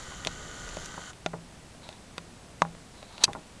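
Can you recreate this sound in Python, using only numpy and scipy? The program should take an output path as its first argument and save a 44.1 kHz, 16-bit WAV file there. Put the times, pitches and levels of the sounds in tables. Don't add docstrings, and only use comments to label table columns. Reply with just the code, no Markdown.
import sys
import numpy as np
from scipy import signal
from scipy.fft import rfft, irfft
from scipy.io import wavfile

SR = 44100
rng = np.random.default_rng(int(sys.argv[2]) if len(sys.argv) > 2 else 0)


def int16_out(signal):
    q = np.round(np.clip(np.atleast_2d(signal).T, -1, 1) * 32767)
    wavfile.write(sys.argv[1], SR, q.astype(np.int16))


N = 158760
TIME = np.arange(N) / SR

# frequency in Hz, relative level in dB.
HISS_COLOUR = [(10, -9), (25, -5.5), (60, -2), (90, -4), (150, -3.5), (215, -3.5), (300, -7.5), (450, -12),
               (700, -11.5), (1100, -15.5), (2500, -19.5), (7600, -23.5), (7950, -20.5), (8300, -24.5),
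               (13500, -26.5)]
HISS_DB = -49.5
# time in seconds, level in dB.
RUMBLE_LEVEL = [(0, -51.5), (.3, -47), (.6, -46.5), (.85, -46), (1.05, -62), (1.5, -61.5), (1.8, -56.5),
                (2.4, -56.5), (3.2, -58), (3.3, -57), (3.42, -61), (3.6, -57)]
# frequency in Hz, relative level in dB.
RUMBLE_COLOUR = [(15, -1.5), (35, 3.5), (70, -1.5), (130, -3.5), (250, -12), (600, -12.5), (1200, -27.5),
                 (4000, -64)]

# time in seconds, level in dB.
RUB_LEVEL = [(1.78, -83), (1.84, -50.5), (1.89, -54), (1.95, -58), (2.0, -79), (2.88, -79), (2.97, -55),
             (3.07, -58), (3.12, -53), (3.19, -51.5), (3.232, -36), (3.25, -71)]
# frequency in Hz, relative level in dB.
RUB_COLOUR = [(300, -11.5), (900, 1.5), (1800, -11.5), (3200, -11), (4050, -0.5), (5000, -15.5),
              (9000, -21), (13000, -26)]
RUB_GRAIN_DB = 1.5

# time in seconds, level in dB.
GRIT_LEVEL = [(.5, -80), (.58, -59), (.7, -60), (.82, -49), (.87, -54), (.93, -75)]
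# frequency in Hz, relative level in dB.
GRIT_COLOUR = [(500, -25), (2500, -7), (4500, -4), (5800, 2), (7000, -2), (8000, -14), (13000, -14)]
GRIT_TICKS_PER_S, GRIT_SPREAD_DB = 350, 4

# start in seconds, relative level in dB.
SNAPS = [(3.2359, -10.5), (3.2382, 9), (3.2404, 5.5), (3.2416, 5.5), (3.2458, -2.5), (3.2493, -10),
         (3.2515, -12.5), (3.253, -13)]
# frequency in Hz, level in dB over the bare contact, t60 in seconds.
CATCH_MODES = [(1020, 8, 0.075), (1730, 3, 0.022), (2610, 5, .013), (3170, 0, 0.018), (3950, 13, .014),
               (4360, 5, .014), (4710, 11, .012), (5790, 7, .011), (6185, 5, .014), (7760, 7, .016),
               (8500, 5, .016), (10470, 3, .016)]
# frequency in Hz, relative level in dB.
CATCH_COLOUR = [(100, -6), (350, -3.5), (1000, -5), (2200, -2), (4200, 3.5), (8000, -2), (10500, -2.5),
                (13500, -6)]

TAP_BANDS_HZ = (170, 650, 1200, 3600, 6500, 11000)
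# start in seconds, ring of the tapped spot in Hz, then relative
# levels in dB of thump, knock, clack, click, tick and air.
TAPS = [(.120, 1000, -13, -10, -13, -26, -28, -38), (0.249, 3250, -2, -18, -7, -3, -12, -11),
        (0.2632, 400, 6.5, -1, -13, -17, -21, -24), (.2712, 4050, 0.5, 7.5, 3, 5.5, 0.5, -14),
        (.690, 5704, -18, -14, -18, -16, -13, -34), (0.7694, 580, 6.5, -1, -5.5, -17, -13.5, -32),
        (.859, 5860, -18, -24, -30, -16, -11, -13), (0.9418, 1410, 0, -4.5, -9, -28, -31, -39),
        (1.1325, 3007, -13, -27, -19, -23, -29, -39), (1.2617, 660, 13.5, 9, 7, 0, -5, -26),
        (1.749, 650, -10, -15.5, -24, -30, -36, -42), (1.8898, 4270, -6.5, 0, -12, -10, -21, -21),
        (1.927, 3500, -16, -10, -20, -22, -30, -40), (2.1805, 4620, 2.5, 7.5, 2, -6, -14, -16),
        (2.6195, 1070, 20, 20, 18, 0.5, -0.5, -18), (2.750, 1400, -9, -7, -17, -30, -34, -42),
        (3.028, 3900, -16, -1.5, -15, -18, -28, -32), (3.180, 4100, -16, -5, -9, -13, -22, -36),
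        (3.332, 3560, -10, -12, -2, -14, -18, -18)]
TAP_LOW_CUT_HZ = 121
CHATTER_DB, CHATTER_T60_S = -5.5, 0.025
SPOT_DB, SPOT_T60_S = 5.5, 0.0095
# frequency in Hz, level in dB over the bare contact, t60 in seconds.
CASE_MODES = [(167.6, 16, 0.36), (624, 1.5, 0.06), (809, 1.5, 0.1), (983, -2, 0.037), (1080, -1.5, 0.051),
              (1403, 1, 0.047), (2024, 0.5, 0.015), (2520, 0, 0.0076), (3590, 0, 0.0055),
              (4540, -2.5, 0.019), (6330, 3, .007)]
# start in seconds, relative level in dB, top in Hz.
KNOCKS = [(0.9777, 0.5, 1900), (1.333, -5.5, 2200), (1.3369, 4.5, 1700), (1.344, -2, 1000),
          (2.650, 1.5, 1700), (3.279, 5, 1480), (3.2874, 1.5, 1480), (3.297, -2, 900), (3.35, 1, 1900),
          (3.3558, 2.5, 1500), (3.366, -3.5, 1000), (3.374, -7, 700)]
# frequency in Hz, relative level in dB.
KNOCK_COLOUR = [(60, -8), (120, 4), (170, -8), (280, -1), (550, -4), (850, 4), (1300, -2), (1750, -6),
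                (2500, -13), (8000, -26)]
KNOCK_RATTLE_DB, KNOCK_T60_S = -1.5, 0.019
# frequency in Hz, relative level in dB.
SETTLE_COLOUR = [(50, -4), (125, 5.5), (170, -3.5), (260, 1), (450, -1), (800, -5), (1200, -14.5),
                 (2500, -43)]
SETTLE_DB, SETTLE_T60_S = 0, 0.18
HIT_SIZE = 6144

# time in seconds, speed in turns per second.
ROTOR_SPEED = [(0, 45.6), (.12, 44.3), (.27, 44.4), (.4, 44.3), (.72, 44), (.8, 42.8), (.86, 45.5),
               (.95, 45.5), (1.1, 43.7)]
STOP_S, RUN_DOWN_S = 1.106, .014
BRUSH_PULSES = 6
BRUSH_DECAY_S = 0.00091
BRUSH_SHARE, REPEAT_SHARE = 0.58, 0.35
# time in seconds, level in dB.
WHIRR_LEVEL = [(0, -45), (.25, -45.5), (.45, -46), (.75, -44), (.95, -46), (1.1, -45)]
# frequency in Hz, relative level in dB.
WHIRR_COLOUR = [(150, -14), (400, -5), (600, -3.5), (760, -6.5), (950, -3.5), (1090, -6), (1230, -1),
                (1350, -3), (1490, 1), (1650, -7), (1980, -1), (2250, -12), (2700, -12), (3000, -3),
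                (3350, -7), (3800, -6), (4100, -9), (4450, -7), (5250, -15), (6200, -5.5), (7000, -3),
                (7450, -5.5), (7950, -17.5), (10000, -17.5), (13500, -19)]
# multiple of the rotor speed, level in dB.
GEAR_LINES = [(27, -62), (28, -64), (33, -56), (34, -58), (70, -63)]
GEAR_WAVER_DB, GEAR_JITTER_TURNS = 3, .003

# frequency in Hz, gain in dB.
MIC_COLOUR = [(9900, -0.5), (10500, -6), (11050, -17), (11600, -11), (12300, -13.5), (13000, -25.5),
              (13800, -29), (15000, -40)]
CUTOFF_HZ = 14600


def from_db(db):
    return 10 ** (np.asarray(db) / 20)


def rms_one(x):
    return x / np.sqrt(np.mean(x ** 2) + 1e-20)


def in_time(rows):
    return np.interp(TIME, *np.transpose(rows))


def drift(hz):
    low_pass = signal.butter(2, hz, fs=SR, output="sos")
    wander = signal.sosfilt(low_pass, rng.standard_normal(N + SR))
    return rms_one(wander[SR:])


def colour(x, points):
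    size = 8192
    hz, db = np.transpose(points)
    grid = np.maximum(np.arange(size // 2 + 1) * SR / size, 1)
    gain = from_db(np.interp(np.log(grid), np.log(hz), db))
    cepstrum = irfft(np.log(gain))
    cepstrum[1:size // 2] *= 2
    cepstrum[size // 2 + 1:] = 0
    impulse = irfft(np.exp(rfft(cepstrum)))[:size // 2]
    return signal.oaconvolve(x, impulse)[:len(x)]


def ring(x, modes):
    out = x.copy()
    for hz, db, t60 in modes:
        r = from_db(-60 / (t60 * SR))
        b = np.array([1, 0, -1]) * (1 - r * r) / 2
        a = [1, -2 * r * np.cos(2 * np.pi * hz / SR), r * r]
        out += from_db(db) * signal.lfilter(b, a, x + 1e-18)
    return out


def chatter(t60):
    fade = np.exp(-np.log(1000) * TIME[:HIT_SIZE] / t60)
    return rng.standard_normal(HIT_SIZE) * fade / np.linalg.norm(fade)


def contact(chatter_db, t60):
    high_pass = signal.butter(2, 450, "high", fs=SR, output="sos")
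    x = signal.sosfilt(high_pass, from_db(chatter_db) * chatter(t60))
    x[0] += 1
    for hz in (1000, 2200, 4000, 6000, 8000):
        _, a = signal.iirpeak(hz, 2, fs=SR)
        x = signal.lfilter(a[::-1], a, x)
    return x / np.linalg.norm(x)


def add(out, s, x):
    i = int(s * SR)
    out[i:i + len(x)] += x[:N - i]


def background():
    hiss = rms_one(colour(rng.standard_normal(N), HISS_COLOUR))
    rumble = rms_one(colour(rng.standard_normal(N), RUMBLE_COLOUR))
    return from_db(HISS_DB) * hiss + from_db(in_time(RUMBLE_LEVEL)) * rumble


def finger_rub():
    grains = rng.standard_normal(N) * from_db(RUB_GRAIN_DB * drift(170))
    return from_db(in_time(RUB_LEVEL)) * rms_one(colour(grains, RUB_COLOUR))


def grit():
    moments = rng.random(N) < GRIT_TICKS_PER_S / SR
    ticks = moments * from_db(GRIT_SPREAD_DB * rng.standard_normal(N))
    return from_db(in_time(GRIT_LEVEL)) * rms_one(colour(ticks, GRIT_COLOUR))


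def catch():
    force = np.zeros(N)
    for s, db in SNAPS:
        add(force, s, from_db(db) * contact(chatter_db=2, t60=0.0043))
    return colour(ring(force, CATCH_MODES), CATCH_COLOUR)


def finger_taps():
    force = np.zeros(N)
    for s, spot_hz, *levels in TAPS:
        bands = list(zip(TAP_BANDS_HZ, levels))
        tap = colour(contact(CHATTER_DB, CHATTER_T60_S), bands)
        add(force, s, ring(tap, [(spot_hz, SPOT_DB, SPOT_T60_S)]))
    low_cut = signal.butter(2, TAP_LOW_CUT_HZ, "high", fs=SR, output="sos")
    return signal.sosfilt(low_cut, force + 1e-18)


def inner_knocks():
    force = np.zeros(N)
    for s, db, top_hz in KNOCKS:
        low_pass = signal.butter(4, top_hz, fs=SR, output="sos")
        knock = signal.sosfilt(low_pass, colour(contact(KNOCK_RATTLE_DB, KNOCK_T60_S), KNOCK_COLOUR))
        settling = from_db(SETTLE_DB) * colour(chatter(SETTLE_T60_S), SETTLE_COLOUR)
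        add(force, s, from_db(db) * (knock + settling))
    return force


def case_hits():
    return from_db(-2.5) * ring(finger_taps() + inner_knocks(), CASE_MODES)


def brush_whirr(turns, speed):
    surface = rng.standard_normal(1000)
    worn = rms_one(np.interp(turns % 1, np.linspace(0, 1, len(surface)), surface))
    fresh = rng.standard_normal(N)
    friction = np.sqrt(REPEAT_SHARE) * worn + np.sqrt(1 - REPEAT_SHARE) * fresh
    pulse_phase = turns * BRUSH_PULSES % 1
    pulses = rms_one(np.exp(-pulse_phase / (BRUSH_PULSES * speed * BRUSH_DECAY_S)))
    scrape = friction * np.sqrt(1 - BRUSH_SHARE + BRUSH_SHARE * pulses ** 2)
    return from_db(in_time(WHIRR_LEVEL)) * rms_one(colour(scrape, WHIRR_COLOUR))


def gear_whine(turns):
    gear_turns = turns + GEAR_JITTER_TURNS * drift(28)
    whine = np.zeros(N)
    for multiple, db in GEAR_LINES:
        waver = from_db(GEAR_WAVER_DB * drift(30))
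        whine += from_db(db) * rms_one(waver * np.sin(2 * np.pi * multiple * gear_turns))
    return whine


def zoom_motor():
    speed = in_time(ROTOR_SPEED)
    turns = np.cumsum(speed) / SR
    running = np.clip(1 - (TIME - STOP_S) / RUN_DOWN_S, 0, 1)
    return (brush_whirr(turns, speed) + gear_whine(turns)) * running


def scene():
    return (background() + finger_rub() + grit() + catch() + case_hits() + zoom_motor())[None]


def record(dry):
    heard = colour(np.tanh(dry[0]), MIC_COLOUR)[None]
    return signal.sosfilt(signal.cheby2(16, 70, CUTOFF_HZ, fs=SR, output="sos"), heard)


dry = scene()
out = record(dry)
int16_out(out)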